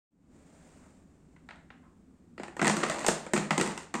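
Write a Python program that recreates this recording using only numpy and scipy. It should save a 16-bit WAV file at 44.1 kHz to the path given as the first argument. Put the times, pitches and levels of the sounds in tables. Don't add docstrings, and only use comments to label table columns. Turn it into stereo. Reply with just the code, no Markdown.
import sys
import numpy as np
from scipy import signal
from scipy.fft import rfft, irfft, next_fast_len
from scipy.io import wavfile
from scipy.ndimage import uniform_filter1d

SR = 44100
rng = np.random.default_rng(int(sys.argv[2]) if len(sys.argv) > 2 else 0)


def to_wav(sig):
    pcm = np.clip(np.atleast_2d(sig), -1, 1) * 32767
    pcm = np.round(pcm).astype(np.int16)
    wavfile.write(sys.argv[1], SR, pcm.T)


N = 176400
EVENT_N = 32768

# (frequency [Hz], T60 [s])
ROOM_T60_S = [(200, 0.46), (1800, 0.47), (7500, 0.34)]
# (frequency [Hz], gain [dB])
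ROOM_GAIN_DB = [(100, 0.5), (300, -4), (700, 1.5), (2000, -2.5), (6500, 1.5), (14000, -6)]
# (frequency [Hz], coherence [-])
DIFFUSE_COHERENCE = [(100, 0.45), (300, 0.75), (700, 0.3), (1400, 0), (4000, 0)]
# (frequency [Hz], coherence [-])
DIRECT_COHERENCE = [(500, 0.72), (6000, 0.12)]
# (frequency [Hz], level [dB])
BALANCE_DB = [(60, 5.5), (200, 10.5), (700, 6.7), (1300, 10.4), (2400, 3.8), (4400, 2.05)]
# (frequency [Hz], level [dB])
RUMBLE_SPECTRUM = [(40, -10.5), (66, 0.5), (85, -3), (125, -13), (160, 0.5), (205, -3.5), (258, -0.5),
                   (370, -12), (600, -20.5), (1500, -30), (4000, -40), (8000, -39.5), (11000, -51.5)]
# (time [s], gain [dB])
FADE_IN_DB = [(.1, -45), (.118, -8), (.22, 1.5), (.33, 7.5)]
# (frequency [Hz], level [dB])
HISS_SPECTRUM = [(150, -4), (600, 7), (1200, -3.5), (2200, -3), (3200, -11), (5500, -12), (7500, -6.5),
                 (9000, -12), (10400, -28)]
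# (time [s], level [dB])
HISS_DB = [(.28, -83.5), (.35, -71.5), (.7, -65.5), (.88, -68.5), (1.1, -78), (2.1, -84.5)]
# (frequency [Hz], level [dB], T60 [s])
LID_MODES = [(157.9, -3.5, 0.26), (203.8, 2, 0.14), (233.5, 0.5, 0.099), (293.3, 3.5, 0.05),
             (345, 3, 0.071), (499.7, -7.5, 0.081)]
# (time [s], rise [s], level [dB], resonance [Hz])
RUBS = [(.81, 0.029, -56, 1130), (1.828, 0.015, -53.5, 975)]
# (frequency [Hz], level [dB])
JOINT_SPECTRUM = [(250, -14), (700, 1.5), (1300, 3), (2050, 0.5), (2700, -2.5), (4200, -16), (6000, -25),
                  (10000, -52)]
# (frequency [Hz], level [dB])
JOINT_TICK_SPECTRUM = [(1000, -17), (4000, 8.5), (5500, -12), (7400, -5), (8900, -4.5), (10300, -37)]
# (time [s], clack [dB], tick [dB])
JOINT_CLICKS = [(1.363, -54, -74), (1.489, -39.5, -51.5), (1.508, -39.5, -59), (1.559, -54, -62.5),
                (1.7032, -42.5, -71)]
# (frequency [Hz], level [dB], T60 [s])
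CARD_MODES = [(1290, -39, 0.059), (1915, 8, 0.035)]
# (frequency [Hz], level [dB])
CLACK_SPECTRUM = [(130, -29.5), (400, -1.5), (800, 0), (1400, -1.5), (2000, 1), (2700, -0.5), (3300, -6.5),
                  (5000, -5), (9000, -77.5)]
# (frequency [Hz], level [dB])
TICK_SPECTRUM = [(500, -5), (2000, -2), (4000, 0), (6000, 0.5), (7600, 4.5), (8900, 0.5), (9900, -17.5),
                 (12000, -16.5), (16000, -29.5)]
# (time [s], thump [dB], clack [dB], tick [dB], knock [Hz])
LID_HITS = [(2.379, -42.5, -38.5, -57, 1306), (2.398, -34.5, -33.5, -52, 550),
            (2.4337, -40.5, -33.5, -45.5, 816), (2.481, -39, -40, -54.5, 670),
            (2.5671, -40, -34.5, -45.5, 533), (2.594, -32.5, -25.5, -41.5, 715),
            (2.616, -19, -20.5, -31, 630), (2.627, -17, -23, -33.5, 685), (2.6456, -25.5, -21.5, -30, 900),
            (2.656, -23, -22, -30.5, 1050), (2.670, -54, -19, -26, 840), (2.679, -22, -20.5, -22.5, 817),
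            (2.697, -23, -21, -29, 950), (2.768, -24.5, -29.5, -29, 1350), (2.830, -28.5, -25, -56, 1378),
            (2.8346, -28, -20.5, -33, 1207), (2.8983, -39, -25, -28.5, 590), (2.919, -32, -28, -62, 770),
            (2.993, -35, -42, -37.5, 1210), (3.046, -40, -24, -37, 810), (3.065, -32, -24.5, -21, 864),
            (3.0831, -28, -25, -22.5, 564), (3.085, -20.5, -17.5, -23, 644), (3.265, -39, -32.5, -46, 561),
            (3.3351, -17, -19.5, -23, 620), (3.3631, -26, -24.5, -36, 1280),
            (3.3765, -20.5, -26, -31.5, 877), (3.451, -41, -38, -59, 596), (3.5072, -22.5, -16, -28.5, 935),
            (3.5792, -20.5, -23.5, -25, 935), (3.598, -20, -24, -34, 910),
            (3.612, -17.5, -22.5, -24.5, 1400), (3.675, -37, -31, -36, 1090), (3.777, -74, -34.5, -36, 940),
            (3.941, -27, -26, -32.5, 777), (3.952, -27, -27, -41, 980)]
# (start [s], length [s], mean clack [dB])
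SKITTER_RUNS = [(2.65, .12, -33.5), (2.775, .19, -35), (2.966, .08, -38), (3.15, .1, -48.5),
                (3.35, .11, -43), (3.61, .12, -37), (3.755, .1, -47.5)]

ROOM_BUILD_S, RUMBLE_BASE_DB, HISS_GRAIN_DB = 0.0044, -63.5, 1
PRESS_S, PRESS_DB = .352, -49.5
CLACK_T60_S, SETTLE_S = 0.028, .0012
TICK_T60_S, CHATTER_T60_S, CHATTER_DB = .005, 0.05, -14
JOINT_HZ, JOINT_RING_DB = 1855, -4
CARD_SCATTER, CARD_RING_DB = 0.053, -7
KNOCK_DB, KNOCK_T60_S = -0.5, 0.013
DULL_RATIO = 3.23
SKITTER_PER_S, SKITTER_KNOCK_HZ, SKITTER_SPREAD_DB = 95, 811, 2.5
SKITTER_THUMP_DB, SKITTER_TICK_DB = -4.5, -8
PORT_LEFT_HZ, PORT_RIGHT_HZ, PORT_HALF_WIDTH_HZ, PORT_DB = 8660, 7240, 610, 6.5
TRIM_DB, TOP_HZ = -2.5, 16300


def amp(db):
    return 10 ** (np.asarray(db) / 20)


def along(points, hz):
    point_hz, values = np.transpose(points)
    return np.interp(np.log(hz + 1), np.log(point_hz + 1), values)


def curve(points):
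    return np.interp(np.arange(N) / SR, *np.transpose(points))


def decay(t, t60_s):
    return np.exp(-np.log(1000) * t / t60_s)


def normalised(x):
    return x * np.sqrt(.004 * SR / np.mean(np.sum(x ** 2, axis=-1)))


def min_phase(points):
    cepstrum = irfft(np.log(amp(along(points, np.fft.rfftfreq(EVENT_N, 1 / SR)))))
    cepstrum[1:EVENT_N // 2] *= 2
    cepstrum[EVENT_N // 2 + 1:] = 0
    return np.exp(rfft(cepstrum))


def filtered(x, response):
    size = next_fast_len(N + EVENT_N)
    return irfft(rfft(x, size) * response(np.fft.rfftfreq(size, 1 / SR)), size)[..., :N]


def stereo(pair, coherence):
    hz = np.linspace(0, SR / 2, pair.shape[1])
    angle = np.arccos(np.clip(along(coherence, hz), -1, 1)) / 2
    mid, side = pair[0] * np.cos(angle), pair[1] * np.sin(angle)
    return np.array([mid + side, mid - side])


def add(out, start_s, x):
    part = out[:, int(start_s * SR):][:, :x.shape[1]]
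    part += x[:, :part.shape[1]]


def diffuse_noise(spectrum):
    white = irfft(stereo(rfft(rng.standard_normal((2, N))), DIFFUSE_COHERENCE), N)
    shaped = filtered(white, lambda hz: amp(along(spectrum, hz)))
    return shaped / shaped.std()


def ring(modes, scatter, spread_db=3, rise_cycles=1e-9):
    t = np.arange(EVENT_N) / SR
    out = np.zeros(EVENT_N)
    for hz, db, t60_s in modes:
        gain = rng.choice([-1, 1]) * amp(db + spread_db * rng.normal())
        envelope = decay(t, t60_s) * (1 - np.exp(-t * hz / rise_cycles))
        struck_hz = hz * (1 + scatter * rng.normal())
        out += gain * envelope * np.sin(2 * np.pi * struck_hz * t)
    return normalised(out)


def crunch(envelope, colour):
    spectra = rfft(rng.standard_normal((2, EVENT_N)) * envelope)
    return normalised(irfft(stereo(spectra, DIRECT_COHERENCE) * colour))


def all_round(x):
    cumulative = np.cumsum(np.mean(abs(rfft(x)) ** 2, axis=0))
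    hz = np.fft.rfftfreq(EVENT_N, 1 / SR)
    half_hz = 2 + hz ** 2 / (hz + 1200) / 10
    band_power = np.interp(hz + half_hz, hz, cumulative) - np.interp(hz - half_hz, hz, cumulative)
    bin_power = band_power * hz[1] / (2 * half_hz)
    return min_phase(np.column_stack([hz, 10 * np.log10(bin_power + 1e-20)]))


def in_room(x, single_blow=False):
    source = all_round(x) if single_blow else rfft(x[0])
    hz, t, noise = signal.stft(rng.standard_normal((2, EVENT_N)), SR, nperseg=256)
    t60_s = along(ROOM_T60_S, hz)[:, None]
    envelope = decay(t, t60_s) * (1 - np.exp(-t / ROOM_BUILD_S))
    energy_scale = np.sqrt(2 * np.log(1000) / (t60_s * SR))
    gain = amp(along(ROOM_GAIN_DB, hz))[:, None] * energy_scale
    tail = signal.istft(noise * envelope * gain, SR, nperseg=256)[1][:, :EVENT_N]
    return x + irfft(source * stereo(rfft(tail), DIFFUSE_COHERENCE))


def rumble():
    return amp(RUMBLE_BASE_DB + curve(FADE_IN_DB)) * diffuse_noise(RUMBLE_SPECTRUM)


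def hiss():
    grain = uniform_filter1d(rng.standard_normal(N), size=500)
    level_db = curve(HISS_DB) + curve(FADE_IN_DB) + HISS_GRAIN_DB * grain / grain.std()
    return amp(level_db) * diffuse_noise(HISS_SPECTRUM)


def lid_thump(db):
    lid = ring(LID_MODES, scatter=0.0091, rise_cycles=0.76)
    return amp(db) * signal.lfilter(*signal.butter(2, 135, "high", fs=SR), lid)


def press():
    out = np.zeros((2, N))
    add(out, PRESS_S, in_room(np.array([lid_thump(PRESS_DB)] * 2)))
    return out


def rubs():
    out = np.zeros((2, N))
    for start_s, rise_s, db, hz in RUBS:
        age = np.arange(EVENT_N) / SR / rise_s
        friction = crunch(age * np.exp(-age), min_phase(JOINT_SPECTRUM))
        rub = signal.lfilter(*signal.iirpeak(hz, Q=2, fs=SR), friction)
        add(out, start_s, in_room(amp(db) * normalised(rub)))
    return out


def contact(clack_db, tick_db, clack_colour, tick_colour, ringing):
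    t = np.arange(EVENT_N) / SR
    rattle = crunch(decay(t, CLACK_T60_S), clack_colour)
    clack = normalised((rattle + ringing) * (1 - np.exp(-t / SETTLE_S)))
    tick = crunch(decay(t, TICK_T60_S) + amp(CHATTER_DB) * decay(t, CHATTER_T60_S), tick_colour)
    return amp(clack_db) * clack + amp(tick_db) * tick


def joints():
    out = np.zeros((2, N))
    colours = min_phase(JOINT_SPECTRUM), min_phase(JOINT_TICK_SPECTRUM)
    for start_s, clack_db, tick_db in JOINT_CLICKS:
        knock = amp(JOINT_RING_DB) * ring([(JOINT_HZ, 0, KNOCK_T60_S)], CARD_SCATTER)
        click = contact(clack_db, tick_db, *colours, knock)
        add(out, start_s, in_room(click, single_blow=True))
    return out


def landing(thump_db, clack_db, tick_db, knock_hz, clack_colour, tick_colour):
    lowpass = signal.butter(2, min(DULL_RATIO * knock_hz, SR / 2 - 1), fs=SR)
    dulled = clack_colour * signal.freqz(*lowpass, worN=EVENT_N // 2 + 1, include_nyquist=True)[1]
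    upper = amp(CARD_RING_DB) * signal.lfilter(*lowpass, ring(CARD_MODES, CARD_SCATTER))
    knock = amp(KNOCK_DB) * ring([(knock_hz, 0, KNOCK_T60_S)], scatter=0)
    return contact(clack_db, tick_db, dulled, tick_colour, upper + knock) + lid_thump(thump_db)


def falling_pieces():
    out = np.zeros((2, N))
    colours = min_phase(CLACK_SPECTRUM), min_phase(TICK_SPECTRUM)
    for start_s, *strike in LID_HITS:
        add(out, start_s, in_room(landing(*strike, *colours), single_blow=True))
    for start_s, length_s, mean_db in SKITTER_RUNS:
        run = np.zeros((2, EVENT_N))
        for k in range(round(length_s * SKITTER_PER_S)):
            db = mean_db + SKITTER_SPREAD_DB * rng.normal()
            knock_hz = SKITTER_KNOCK_HZ * 2 ** rng.uniform(-1, 1)
            offset_s = (k + rng.random()) / SKITTER_PER_S
            piece = landing(db + SKITTER_THUMP_DB, db, db + SKITTER_TICK_DB, knock_hz, *colours)
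            add(run, offset_s, piece)
        add(out, start_s, in_room(run))
    return out


def scene():
    return rumble() + hiss() + press() + rubs() + joints() + falling_pieces()


def record(dry):
    def response(hz):
        balance_db = np.outer([.5, -.5], along(BALANCE_DB, hz))
        detune = np.array([hz - PORT_LEFT_HZ, hz - PORT_RIGHT_HZ]) / PORT_HALF_WIDTH_HZ
        port_db = PORT_DB / (1 + detune ** 2)
        return amp(balance_db + port_db + TRIM_DB) * (hz < TOP_HZ)
    return filtered(dry, response)


dry = scene()
out = record(dry)
to_wav(out)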